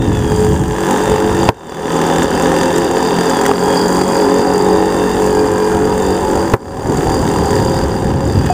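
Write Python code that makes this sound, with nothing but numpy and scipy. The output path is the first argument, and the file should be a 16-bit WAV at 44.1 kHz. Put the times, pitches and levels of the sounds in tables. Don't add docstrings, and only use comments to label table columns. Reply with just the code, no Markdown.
import sys
import numpy as np
from scipy import signal
from scipy.fft import rfft, irfft, next_fast_len
from scipy.io import wavfile
from scipy.ndimage import map_coordinates

SR = 44100
rng = np.random.default_rng(int(sys.argv[2]) if len(sys.argv) > 2 else 0)


def to_wav(sig):
    pcm = np.clip(np.atleast_2d(sig), -1, 1) * 32767
    pcm = np.round(pcm).astype(np.int16)
    wavfile.write(sys.argv[1], SR, pcm.T)


N = 376173


# time_s, drone_db, rattle_db, treble_db
MACHINE_FADERS = [(0, -20.5, -30, -40), (.42, -20, -28, -32.5), (.72, -20.5, -30, -37.5),
                  (.9, -11.5, -23.5, -29), (1.2, -13.5, -25, -34), (2.05, -12, -21.5, -32),
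                  (2.6, -11, -21, -31.5), (2.9, -13, -24, -33), (3.35, -10.5, -22.5, -31),
                  (3.95, -10, -28, -30), (4.75, -11.5, -28, -34.5), (5.15, -13, -27.5, -32),
                  (5.6, -13, -29, -34), (6.45, -13, -29.5, -34.5), (7.6, -14, -27, -32),
                  (8.17, -19, -32.5, -42), (8.45, -18.5, -28, -36)]
def machine():
    drone_db, rattle_db, treble_db = curves(MACHINE_FADERS)
    hum_db = 4 + .61 * drone_db
    rough = grinding(0, memory=.6) + grinding(1, memory=.6)
    taps = blows(count=2, scatter_db=1.8, rock_db=5.5, jitter_s=.001)
    buzz = bursts(taps, decay_s=.0045)
    clack = bursts(blows(count=1, scatter_db=3, rock_db=4, jitter_s=.002), decay_s=.0032)
    body = amp(drone_db) * drone(rough, buzz) + amp(rattle_db) * rattle(taps, buzz)
    treble = bearing_hiss(buzz, clack) + bearing_ring() + squeal()
    return body + amp(hum_db) * housing_hum() + amp(treble_db + .72 * wobble(13)) * treble


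# free_turns_per_s, wind_up_time_constant_s
WHEEL_MOTORS = [(48.99, 2.59), (50.64, 3.23)]
# start_s, thump_db, a_braked_turns_per_s, b_braked_turns_per_s
BALL_THROWS = [(-3.56, 0, 40.85, 39.04), (1.4884, 0, 41.14, 39.45), (6.537, -1.5, 41.57, 38.82)]
def speed_of(wheel):
    free, wind_up_s = WHEEL_MOTORS[wheel]
    t, speed = np.arange(N) / SR, np.zeros(N)
    for s, _, *braked in BALL_THROWS:
        speed = np.where(t < s, speed, free - (free - braked[wheel]) * np.exp((s - t) / wind_up_s))
    return speed


def turns_of(wheel):
    return np.cumsum(speed_of(wheel)) / SR


def wheel_hum(wheel, orders, waver_db):
    turns = turns_of(wheel)
    return sum(amp(db + waver_db * wobble(7))
               * np.sin(2 * np.pi * (k * turns + rng.random() + .06 * wobble(6))) for k, db in orders)


# turn_rate_multiple, level_db
WHEEL_A_PARTIALS = [(3, -37.5), (5, -42), (6, -34), (7, -34.5), (9, -23), (11, -40), (12, -32.5), (15, -36),
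                    (17, -32), (18, -27.5), (19, -37), (20, -35.5)]
WHEEL_B_PARTIALS = [(2, -36.5), (3, -45), (4, -19.5), (5, -31.5), (6, -26.5), (7, -28), (8, -31), (9, -45),
                    (11, -43), (12, -40.5), (16, -37.5), (17, -46), (18, -39), (20, -30)]
# pitch_hz, width_hz, gain_db
HOUSING_MODES = [(210, 29, -14), (271, 30, 1), (341.3, 15.7, 10.5), (424.8, 14.6, 7.5), (524.4, 17, 13)]
def housing_hum():
    shake = wheel_hum(0, WHEEL_A_PARTIALS, waver_db=2) + wheel_hum(1, WHEEL_B_PARTIALS, waver_db=1.2)
    housing = lambda f: 1 + sum(amp(db) * resonance(f, hz, width) for hz, width, db in HOUSING_MODES)
    hum = filtered(shake, housing)
    in_step = np.exp(-((speed_of(0) - speed_of(1)) / .045) ** 2)
    boom = amp(-1) * in_step * filtered(hum, lambda f: resonance(f, hz=423, width=26))
    throb = amp(1.1 * wobble(18))
    return throb * (hum + boom)


def grinding(wheel, memory, size=512):
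    place = turns_of(wheel) * size
    bumps = rng.standard_normal((int(place[-1] / size) + 2, size))
    bumps = signal.lfilter([1], [1, -memory], bumps, axis=0).ravel()
    return unit(np.interp(place, np.arange(len(bumps)), bumps))


# freq_hz, level_db
DRONE_EQ = [(60, -61), (140, -6.5), (230, -1.5), (330, -1.5), (440, 4.5), (490, -4.5), (555, 1),
            (600, -16.5), (680, -11.5), (760, -3), (1000, -5), (1120, -14), (1700, -18.5), (3000, -42)]
def drone(rough, buzz):
    return (amp(-4.7) + amp(-14) * buzz) * coloured(rough, DRONE_EQ)


# pitch_hz, level_db, t60_s
THUMP_MODES = [(118, -10.5, 0.082), (273, -3.5, 0.022), (431, -5, 0.065), (603, -1, 0.016),
               (1021, -6.5, 0.02)]
THUMP_GAIN_DB, BALL_CONTACT_S = 21, .0003
def thumps():
    out, t = np.zeros(N), np.arange(SR // 4) / SR
    body = sum(amp(db) * damped_tone(t, hz, t60) for hz, db, t60 in THUMP_MODES)
    attack = 1 - np.exp(-t / BALL_CONTACT_S)
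    for s, db, *_ in BALL_THROWS[1:]:
        scuff = amp(-12 - 60 * t / .11) * noise(DRONE_EQ)[:len(t)]
        add(out, s, amp(THUMP_GAIN_DB + db) * attack * (body + scuff))
    return out


def blows(count, scatter_db, rock_db, jitter_s):
    at = np.flatnonzero(np.diff(np.floor(count * turns_of(1))))
    chance = rng.uniform(-1, 1, (len(at), 2))
    rocking = np.cos(2 * np.pi * (np.arange(len(at)) * 3 / 7 + .5 * wobble(4)[at]))
    strength = amp(scatter_db * (chance[:, 0] + np.tanh(wobble(11)[at])) + rock_db * rocking)
    at = np.clip(at + jitter_s * SR * chance[:, 1], 0, N - 1).astype(int)
    return np.bincount(at, strength, N)


# pitch_hz, width_hz, gain_db
PLASTIC_MODES = [(800, 260, -7), (1030, 200, -6), (1230, 150, -3), (1500, 240, -5), (1750, 280, 0),
                 (2780, 300, -15), (3500, 350, -12)]
# freq_hz, level_db
RATTLE_EQ = [(250, -8), (500, -5), (900, 13), (1100, 2), (1230, 5), (1370, -1.5), (1700, 7), (2300, -17.5),
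             (2780, -1.5), (3100, -2), (3600, -5.5), (4050, -24), (6000, -6.5), (9000, -48)]
def rattle(taps, buzz):
    return amp(-7.5) * ringing(taps, PLASTIC_MODES) + amp(-7) * (1 + buzz) * noise(RATTLE_EQ)


# pitch_hz, width_hz, gain_db
STEEL_MODES = [(6760, 190, -22), (7150, 400, 32), (8000, 350, 5), (8800, 200, -23), (15300, 440, -22)]
# freq_hz, level_db
HISS_EQ = [(2000, -35), (3400, -3.5), (4150, -28), (5300, -12), (6600, 7), (7000, 0), (7300, 8.5),
           (7900, -2), (8500, 6.5), (8900, -2), (9600, 1), (11900, -22.5), (14600, -1), (15500, -13)]
def bearing_hiss(buzz, clack):
    sizzle = ringing(clack * rng.standard_normal(N), STEEL_MODES)
    pulsing = amp(-.5) + amp(-12) * buzz + amp(-11) * clack
    return unit(pulsing * noise(HISS_EQ) + amp(-1.5) * sizzle)


# time_s, level_db
BEARING_FADER = [(0, -10), (.3, -4.5), (.6, -9.5), (1.1, -5.5), (2.8, -2), (3.9, 1.5), (5.2, -2.5),
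                 (5.7, -4), (7.6, 0.5), (7.8, -1), (8.2, 1.5)]
def bearing_ring():
    scrape = bursts(blows(count=2, scatter_db=2.5, rock_db=5.5, jitter_s=.0027), decay_s=.01)
    mode = lambda f: resonance(f, hz=4770, width=120) * resonance(f, hz=4770, width=850)
    return amp(curves(BEARING_FADER)[0]) * unit(filtered(scrape * rng.standard_normal(N), mode))


# pitch_hz, harmonic2_db, harmonic3_db, harmonic4_db
SQUEAL_VOICE = (906, 1, -4.5, 0)
# start_s, length_s, pitch_hz, harmonic2_db, harmonic3_db, harmonic4_db
SQUEAL_SAGS = [(.05, .6, 812, -5, -11, -6), (1.5, .55, 880.4, -14, -16, 3), (3.2, 0.91, 826, -2, -9, -2),
               (5.169, .52, 804, 7, -8, -16), (8.27, .3, 850, 1, 4, -1)]
# time_s, level_db
SQUEAL_FADER = [(0, -1), (1, -6), (3.2, -4), (4.3, -5), (5.15, -4.5), (6.05, -3), (6.5, -21), (8, -8),
                (8.5, -7)]
def squeal():
    free = np.array(SQUEAL_VOICE)[:, None]
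    shift = sum(swell(s, length, attack_s=.24, release_s=.34) * (np.array(sag)[:, None] - free)
                for s, length, *sag in SQUEAL_SAGS)
    hz, *overtones_db = free + shift
    rasp = np.interp(hz, [830, 910], [.007, .021])
    phase = 2 * np.pi * np.cumsum(hz * (1 + .006 * wobble(12) + rasp * wobble(300))) / SR
    tone = sum(amp(db + 2.8 * wobble(25)) * np.sin(k * phase) for k, db in enumerate(overtones_db, 2))
    return amp(curves(SQUEAL_FADER)[0] + 1.4 * wobble(7)) * tone


# start_s, level_db, pitch_hz, t60_s, relative_crack_db
FEED_KNOCKS = [(3.4538, -9, 1930, 0.016, -5), (3.463, -6, 1830, 0.009, 1.5), (3.514, 0, 1144, 0.017, -18),
               (8.463, -19.5, 1840, 0.031, 2), (8.5, -3.5, 730, 0.11, -35)]
def knocks():
    out, t = np.zeros(N), np.arange(SR // 4) / SR
    for s, db, hz, t60, crack_db in FEED_KNOCKS:
        crack = amp(crack_db - 60 * t / .017) * (noise(RATTLE_EQ) + .49 * noise(HISS_EQ))[:len(t)]
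        add(out, s, amp(db) * (damped_tone(t, hz, t60) + crack))
    return out


# start_s, force_db
HARD_TICKS = [(1.4394, -10), (1.9624, -14), (2.2283, -10), (2.3356, -16), (2.6314, -8), (2.759, -9),
              (2.7815, -5), (3.2965, -7), (7.0996, -13), (7.316, -17)]
def ticks():
    force, t = np.zeros(N), np.arange(SR // 20) / SR
    for s, db in HARD_TICKS:
        add(force, s, amp(db - 60 * t / .022))
    return amp(-9) * force * (noise(RATTLE_EQ) + ringing(rng.standard_normal(N), STEEL_MODES))


# start_s, length_s, level_db
WIND_GUSTS = [(-.2, 0.77, -14), (1.03, .4, -20.5), (2.15, 0.48, -30), (4.599, 1.1, -27.5),
              (5.65, 0.92, -26), (6.607, 1.7, -18.5), (7.999, 0.35, -13.5)]
# freq_hz, level_db
BUFFET_EQ = [(20, -38), (60, -4), (135, -0.5), (200, -7), (320, -9.5), (500, -18), (1200, -54), (4000, -84)]
RUMBLE_EQ = [(15, -28), (30, -9.5), (55, -3), (100, -1.5), (170, -16), (600, -79)]
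CALM_DB = -33
def wind():
    gust_power = sum((amp(db) * swell(s, length, attack_s=.067, release_s=.35)) ** 2
                     for s, length, db in WIND_GUSTS)
    level_db = 10 * np.log10(amp(CALM_DB) ** 2 + gust_power)
    gusty = np.interp(level_db, [-32, -16], [.3, .95])
    air = gusty * noise(BUFFET_EQ) + np.sqrt(1 - gusty ** 2) * noise(RUMBLE_EQ)
    flutter = amp(1.7 * wobble(26) + .27 * wobble(1.6))
    return amp(level_db) * unit(flutter * air)


def amp(db):
    return 10 ** (np.asarray(db) / 20)


def unit(x):
    return x / np.sqrt(np.mean(x ** 2) + 1e-20)


def curves(rows):
    s, *cols = np.transpose(rows)
    return [np.interp(np.arange(N) / SR, s, c) for c in cols]


def wobble(rate):
    return map_coordinates(rng.standard_normal(int(N * rate / SR) + 4), [np.arange(N) * rate / SR])


def swell(start, length, attack_s, release_s):
    t = np.arange(N) / SR
    ease = lambda u: np.sin(np.pi / 2 * np.clip(u, 0, 1)) ** 2
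    return ease((t - start) / attack_s) * (1 - ease((t - start - length) / release_s))


def lag(x, seconds):
    keep = np.exp(-1 / (seconds * SR))
    return signal.lfilter([1 - keep], [1, -keep], x)


def bursts(pulses, decay_s):
    return unit(lag(lag(pulses, decay_s), .00035))


def filtered(x, response):
    m = next_fast_len(N + SR // 2)
    return irfft(rfft(x, m) * response(np.fft.rfftfreq(m, 1 / SR)), m)[:N]


def resonance(f, hz, width):
    return 1j * f * width / (hz * hz - f * f + 1j * f * width)


def ringing(x, modes):
    return unit(filtered(x, lambda f: sum((-1) ** k * amp(db) * resonance(f, hz, width)
                                          for k, (hz, width, db) in enumerate(modes))))


def damped_tone(t, hz, t60):
    return amp(-60 * t / t60) * np.sin(2 * np.pi * hz * t)


def coloured(x, eq):
    hz, db = np.transpose(eq)
    return unit(filtered(x, lambda f: amp(np.interp(np.log(f + 1), np.log(hz), db))))


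def noise(eq):
    return coloured(rng.standard_normal(N), eq)


def add(track, s, sound):
    part = track[round(s * SR):][:len(sound)]
    part += sound[:len(part)]


def scene():
    return (machine() + thumps() + knocks() + ticks() + wind())[None]


def gain_control(x, threshold_db, attack_s, release_db_per_s):
    over_db = np.maximum(20 * np.log10(np.abs(x) + 1e-9) - threshold_db, 0)
    climb_db = release_db_per_s * np.arange(N) / SR
    duck_db = np.maximum.accumulate(over_db + climb_db) - climb_db
    return x * amp(-lag(duck_db, attack_s))


TOP_HZ = 15500
def record(dry):
    ducked = gain_control(dry[0], threshold_db=0, attack_s=.0105, release_db_per_s=53)
    return filtered(np.clip(ducked, -1, 1), lambda f: f < TOP_HZ)[None]


dry = scene()
out = record(dry)
to_wav(out)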